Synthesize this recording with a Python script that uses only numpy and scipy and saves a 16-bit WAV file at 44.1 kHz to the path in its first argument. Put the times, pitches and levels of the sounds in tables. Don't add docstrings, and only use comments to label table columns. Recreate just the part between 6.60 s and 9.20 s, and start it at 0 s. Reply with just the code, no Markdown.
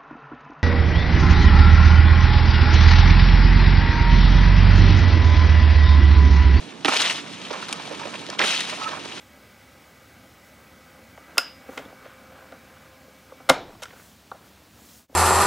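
import sys
import numpy as np
from scipy import signal
from scipy.fft import rfft, irfft, next_fast_len
from scipy.io import wavfile
from scipy.ndimage import uniform_filter1d

SR = 44100
rng = np.random.default_rng(int(sys.argv[2]) if len(sys.argv) > 2 else 0)


def gain_from_db(level_db):
    decades = np.asarray(level_db, float) / 20
    return 10 ** decades


def dump_mix(stems):
    frames = np.atleast_2d(stems).T
    limited = np.clip(frames, -1, 1)
    pcm = np.round(limited * 32767).astype(np.int16)
    wavfile.write(sys.argv[1], SR, pcm)


N = 114660
T = np.arange(N) / SR

# start_s, level_db (peak), pitch_hz (crack), decay_s (crack), thud_db
BLOWS = [(.2470, -2, 3130, 0.0019, -11.5), (.2487, -11.5, 1600, .0025, -6),
         (.2525, -12.5, 2230, 0.0069, -3), (.2553, -6.5, 3320, 0.0037, -14),
         (.2828, -5.5, 1250, 0.0034, -4.5), (.292, -12.5, 1320, 0.0036, -5), (.2815, -7, 2230, 0.0037, -7),
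         (1.7915, -8.5, 3080, 0.0029, -20), (1.793, -4, 2400, 0.0031, -21), (1.800, -11, 1470, 0.0089, -11),
         (1.8145, -6, 2100, 0.004, -15), (1.820, -10, 2380, 0.0091, -9), (1.838, -11.5, 1580, 0.0069, -7),
         (1.843, -14, 1650, 0.0033, -6), (1.827, -18, 820, 0.0044, -5)]
# start_s, level_db (peak), pitch_hz, decay_s
BOOMS = [
    (.249, -19, 290, .01),
    (.283, -24, 270, .007),
    (1.814, -20, 510, .012),
    (1.80, -26, 330, .008),
]
# start_s, level_db (peak), pitch_hz, decay_s
KNOCKS = [(0.905, -24, 900, .003), (0.909, -17.5, 500, 0.0052), (.968, -31, 700, .003),
          (.937, -31, 1250, 0.003), (1.277, -27.5, 710, 0.0021), (2.213, -26.5, 1000, 0.0075),
          (2.33, -27, 1100, .004), (0.929, -24, 1110, 0.017), (0.952, -32, 1200, 0.0035),
          (1.025, -23, 1210, 0.014), (1.084, -22, 1110, 0.0022), (1.097, -27, 800, 0.0032),
          (1.141, -24.5, 905, 0.0033), (1.198, -24.5, 1010, 0.0042), (1.31, -22.5, 470, 0.0085),
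          (1.333, -29, 965, 0.0034), (1.395, -25.5, 1030, 0.0077), (1.415, -25.5, 880, 0.0065),
          (1.454, -24, 450, 0.0064), (1.473, -27, 480, 0.0035), (1.687, -26, 483, 0.0091),
          (1.726, -26, 970, 0.0091), (2.274, -28, 1300, 0.0079), (2.319, -26, 865, 0.0059),
          (2.454, -27, 447, 0.0045), (2.574, -31, 1260, 0.0063)]
# start_s, level_db (peak), pitch_hz, decay_s, brightness_db
SNAPS = [(0.2887, -23, 5270, 0.001, -8), (.2883, -12, 11100, .0007, -6), (.2965, -24, 5000, .0015, -12),
         (0.2597, -7, 3240, .001, -14), (.3515, -21, 6200, 0.0011, -6), (0.366, -14, 5200, .0015, -8),
         (0.3715, -6, 3700, 0.0015, -9), (0.4047, -16, 2470, 0.0026, -12), (0.409, -12, 3210, .0015, 3.5),
         (.4172, -7, 6300, 0.0016, -1), (.4215, -6.5, 3450, 0.0042, -15), (.4245, -18, 10500, .001, -6),
         (0.4602, -9.5, 3380, 0.0044, -12), (.497, -9.5, 2460, 0.012, -24), (.4995, -8, 2520, .002, -14),
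         (.506, -26, 8000, .0012, -7), (0.527, -16, 5770, 0.0017, -9), (.815, -24.5, 2780, 0.0037, -14),
         (0.85, -23.5, 2880, 0.0084, -6), (1.084, -26, 9800, .0012, 1), (1.0897, -22.5, 4020, 0.0028, 1),
         (1.1095, -21, 3630, 0.0022, -11), (1.1266, -14.5, 5400, 0.00092, 4),
         (1.1269, -14, 2590, 0.00056, 4.5), (1.1294, -22.5, 3000, 0.0034, 9),
         (1.274, -25, 3540, 0.0039, -6), (1.541, -19, 2350, 0.002, -14), (1.555, -19.5, 2720, 0.0044, -11),
         (1.593, -27.5, 3460, 0.0059, -3), (1.6653, -21, 4000, 0.002, -2), (1.6998, -23, 5000, 0.0013, 5.5),
         (1.7017, -18.5, 5060, 0.00062, 4.5), (1.787, -24, 3070, .004, -8),
         (1.7932, -10.5, 5040, .0014, -8), (1.839, -19, 6460, 0.0017, -8), (1.8665, -24, 5940, 0.0016, -3),
         (2.005, -12.5, 3450, 0.0047, -2), (2.0946, -20, 2140, 0.004, -2),
         (2.242, -14.5, 2670, 0.0038, -13), (2.522, -21.5, 2860, 0.0069, -18)]
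# peak_s, level_db, rise_s (before the peak), decay_s (after it)
BURSTS = [(0.34, -20.5, 0.016, 0.013), (0.367, -17.5, 0.0033, 0.01), (0.4, -19.5, 0.0086, 0.031),
          (0.45, -23, 0.0021, 0.026), (0.51, -23.5, 0.015, 0.0083), (0.5, -36, 0.0053, 0.007),
          (1.395, -44, .003, 0.0094), (2.455, -37, 0.0069, 0.0087), (1.792, -23, 0.0036, 0.0049),
          (0.732, -35.5, 0.0066, 0.017), (1.876, -32, 0.0074, 0.011), (1.908, -24.5, 0.026, 0.037),
          (2.007, -24, 0.0024, 0.0044), (2.096, -28, 0.0027, 0.015), (2.235, -31.5, 0.014, 0.0071),
          (2.29, -34, 0.014, 0.0092), (.93, -35.5, .004, .01), (1.025, -37.5, .006, 0.015),
          (2.9, -35, .002, 0.0044), (2.39, -44, 0.0036, 0.007)]
# time_s, level_db
SHAKE = [(0, -43), (.243, -50), (.25, -51), (.275, -31.5), (.3, -26.5), (.5, -27), (.59, -34), (.64, -43),
         (1.0, -38.5), (1.75, -41.5), (1.786, -56), (1.795, -34), (1.86, -23.5), (1.95, -25.5),
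         (2.05, -32.5), (2.2, -37.5), (2.4, -40), (2.6, -38.5)]
# time_s, level_db
DRAG = [(0, -51), (.245, -55), (.26, -28.5), (.45, -36.5), (.62, -47.5), (.88, -45), (.94, -34),
        (1.05, -45.5), (1.45, -38.5), (1.65, -45), (1.785, -45), (1.8, -25.5), (1.9, -39.5), (2.18, -41),
        (2.215, -38), (2.335, -33), (2.37, -41.5), (2.6, -46.5)]
# start_s, end_s, pitch_hz, level_db
SQUEAKS = [
    (2.21, 2.285, 1290, -36),
    (2.2, 2.34, 880, -42.5),
]
# pitch_hz, width_hz, level_db
LOG_MODES = [(624, 120, -12), (904, 134, -2.5), (1280, 12.5, -6.5), (1808, 46, -4.5), (2304, 100, -4.5)]
# pitch_hz, width_hz, level_db
THUD_MODES = [(292, 122, 2), (418, 81, 4), (630, 420, -3), (794, 49, 4), (926, 89, -28.5), (1180, 130, 1)]
# freq_hz, level_db (per Hz)
SPLINTER_COLOUR = [(300, -6.5), (800, -0.5), (2500, -2.5), (4200, -6), (6300, -10), (7000, -54),
                   (11000, -29)]
# freq_hz, level_db (per Hz)
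SNAP_COLOUR = [(600, -5.5), (1500, 6), (6000, -0.5), (11000, -9.5)]
# freq_hz, level_db (per Hz)
TWIG_COLOUR = [(300, -11.5), (1150, -6.5), (2900, 0.5), (4000, -2), (4700, -7), (6300, -8.5), (7100, -14),
               (10600, -20.5)]
# freq_hz, level_db (per Hz)
RIVER_COLOUR = [(24, -75), (40, -14), (304, -6.5), (395, -16), (435, -12), (608, -20), (3730, -33),
                (12000, -51), (15600, -101), (22000, -120)]
# freq_hz, level_db
WIDE_COLOUR = [(300, -21), (2500, -10.5), (8000, -2.5), (12000, -4)]
# freq_hz, difference_db
PORT_DB = [(60, 0.5), (190, -6), (350, -9.5), (1120, -6), (2020, -5.5), (3630, -2.5), (6530, 2),
           (11700, -6)]
# freq_hz, lead_rad
PORT_RAD = [(30, 0), (600, 0.83), (1500, 0.94), (2400, 0.64), (4500, 0.9), (5800, 0.54), (11000, .05)]
# freq_hz, level_db
MIC_RESPONSE = [(30, -14.5), (100, -4.5), (160, 1), (11000, -0.5), (11600, -10.5), (12100, -48),
                (12500, -60)]

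TWIG_CLICKS_PER_S, TWIG_SPREAD_DB, TWIG_PATCHY_DB, TWIG_PAN_DB = 1500, 3, 1.7, 4.5
DRAG_CLICKS_PER_S, DRAG_SPREAD_DB = 2000, 3.5
THUD_DECAY_S, SQUEAK_WIDTH_HZ, RIVER_DB = .011, 14, -42.5


def curve(rows):
    return gain_from_db(np.interp(T, *np.array(rows).T))


def unit(x):
    return x / np.sqrt(np.mean(x ** 2))


def over_hz(points, size):
    hz, value = np.array(points, float).T
    bins_hz = np.arange(size // 2 + 1) * SR / size
    return np.interp(np.log(np.maximum(bins_hz, 1)), np.log(hz), value)


def colour(x, points):
    cepstrum = irfft(over_hz(points, 2048) * np.log(10) / 20)
    cepstrum[1:1024] *= 2
    cepstrum[1025:] = 0
    response = irfft(np.exp(rfft(cepstrum)))[:1024]
    return signal.fftconvolve(x, response)[:len(x)]


def ring(x, hz, width_hz):
    return signal.lfilter(*signal.iirpeak(hz, hz / width_hz, SR), x)


def walk(rate):
    k = int(SR / rate)
    steps = np.repeat(rng.standard_normal(N // k + 1), k)
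    smooth = uniform_filter1d(uniform_filter1d(steps, k), k)
    return unit(smooth[:N])


def clicks(rate, spread_db):
    chance, side, size = rng.random((3, N))
    hardness = np.minimum(-np.log(size + 1e-9), 4)
    return unit((chance < rate / SR) * np.sign(side - .5) * gain_from_db(spread_db * hardness))


def strike(rows, width, wide, wide_db, thud=False):
    size = 4096
    out = np.zeros(N + size)
    t = np.arange(size) / SR
    for row, noise in zip(rows, rng.standard_normal((len(rows), size))):
        s, db, hz, decay = row[:4]
        push = noise * np.exp(-t / max(decay, .0004)) * np.minimum(t / 0.00082, 1)
        click = 8 * .004 / decay * (np.arange(size) == 26)
        hit = ring(ring(push + click, hz, hz * width), hz, hz * width * 2)
        broad = colour(push, wide)
        hit = hit / abs(hit).max() + gain_from_db(wide_db) * broad / abs(broad).max()
        if thud:
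            slow = noise[::-1] * np.exp(-t / THUD_DECAY_S)
            body = sum(gain_from_db(d) * ring(slow, f, w) for f, w, d in THUD_MODES)
            hit += gain_from_db(row[4]) * body / abs(body).max()
        start = int(s * SR)
        out[start:start + size] += gain_from_db(db - 3.0) * hit
    return out[:N]


def blows():
    cracks = strike(BLOWS, .3, SPLINTER_COLOUR, -8, thud=True)
    return cracks + strike(BOOMS, 0.21, SPLINTER_COLOUR, -28)


def snaps():
    return sum(strike([row], .3, SNAP_COLOUR, row[4]) for row in SNAPS)


def grains():
    total = np.zeros(N)
    for hz in 350 * 1.4 ** np.arange(11):
        contacts = clicks(TWIG_CLICKS_PER_S * np.sqrt(hz / 2000), TWIG_SPREAD_DB)
        rattle = unit(ring(contacts, hz, hz * 0.35))
        total += rattle * gain_from_db(TWIG_PATCHY_DB * walk(90)) * np.sqrt(hz)
    return unit(colour(total, TWIG_COLOUR))


def twigs():
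    power = (curve(SHAKE) * gain_from_db(walk(200))) ** 2
    for s, db, rise, decay in BURSTS:
        shape = np.where(T < s, (T - s) / rise, (s - T) / decay)
        power += gain_from_db(2 * db) * np.exp(shape * 2)
    return [np.sqrt(power) * grains() for _ in range(2)]


def knocks():
    return strike(KNOCKS, 0.42, SPLINTER_COLOUR, -1)


def drag():
    scrape = ring(clicks(DRAG_CLICKS_PER_S, DRAG_SPREAD_DB), 580, 930) * gain_from_db(3.2 * walk(70))
    total = gain_from_db(-8.0) * ring(scrape, 1086, 930)
    for k, (hz, width_hz, db) in enumerate(LOG_MODES):
        total += (-1) ** k * gain_from_db(db) * ring(scrape, hz, width_hz)
    return curve(DRAG) * unit(total)


def squeak():
    total = np.zeros(N)
    for start, end, hz, db in SQUEAKS:
        gate = np.clip(np.minimum(T - start, end - T) / 0.0084, 0, 1)
        total += gain_from_db(db) * gate * unit(ring(clicks(900, 1.54), hz, SQUEAK_WIDTH_HZ))
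    return total


def river():
    water = colour(rng.standard_normal(N), RIVER_COLOUR)
    octaves = 50 * 2. ** np.arange(9)
    return gain_from_db(RIVER_DB) * unit(sum(gain_from_db(1.5 * walk(10.4)) * ring(water, hz, hz * 0.7) for hz in octaves))


def ports(x, pan_db=0):
    size = next_fast_len(N + 4096)
    half = gain_from_db((over_hz(PORT_DB, size) + pan_db) / 2) * np.exp(.5j * over_hz(PORT_RAD, size))
    middle = abs((half + 1 / half) / 2)
    spectrum = rfft(x, size)
    return np.array([irfft(spectrum * g / middle, size)[:N] for g in (half, 1 / half)])


def scene():
    bed, other = twigs()
    wood = blows() + knocks() + drag() + squeak()
    dry_twigs = bed + snaps()
    spread = colour(other + gain_from_db(2) * river() + gain_from_db(-1) * drag(), WIDE_COLOUR)
    return ports(wood + river()) + ports(dry_twigs, TWIG_PAN_DB) + spread * np.array([[1], [-1]])


def roll_off(x):
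    return signal.sosfilt(signal.butter(12, 12330, fs=SR, output="sos"), x)


def record(dry):
    limited = np.tanh(1.051 * dry) / 1.137
    heard = np.array([colour(channel, MIC_RESPONSE) for channel in limited])
    return roll_off(heard)


dry = scene()
out = record(dry)
dump_mix(out)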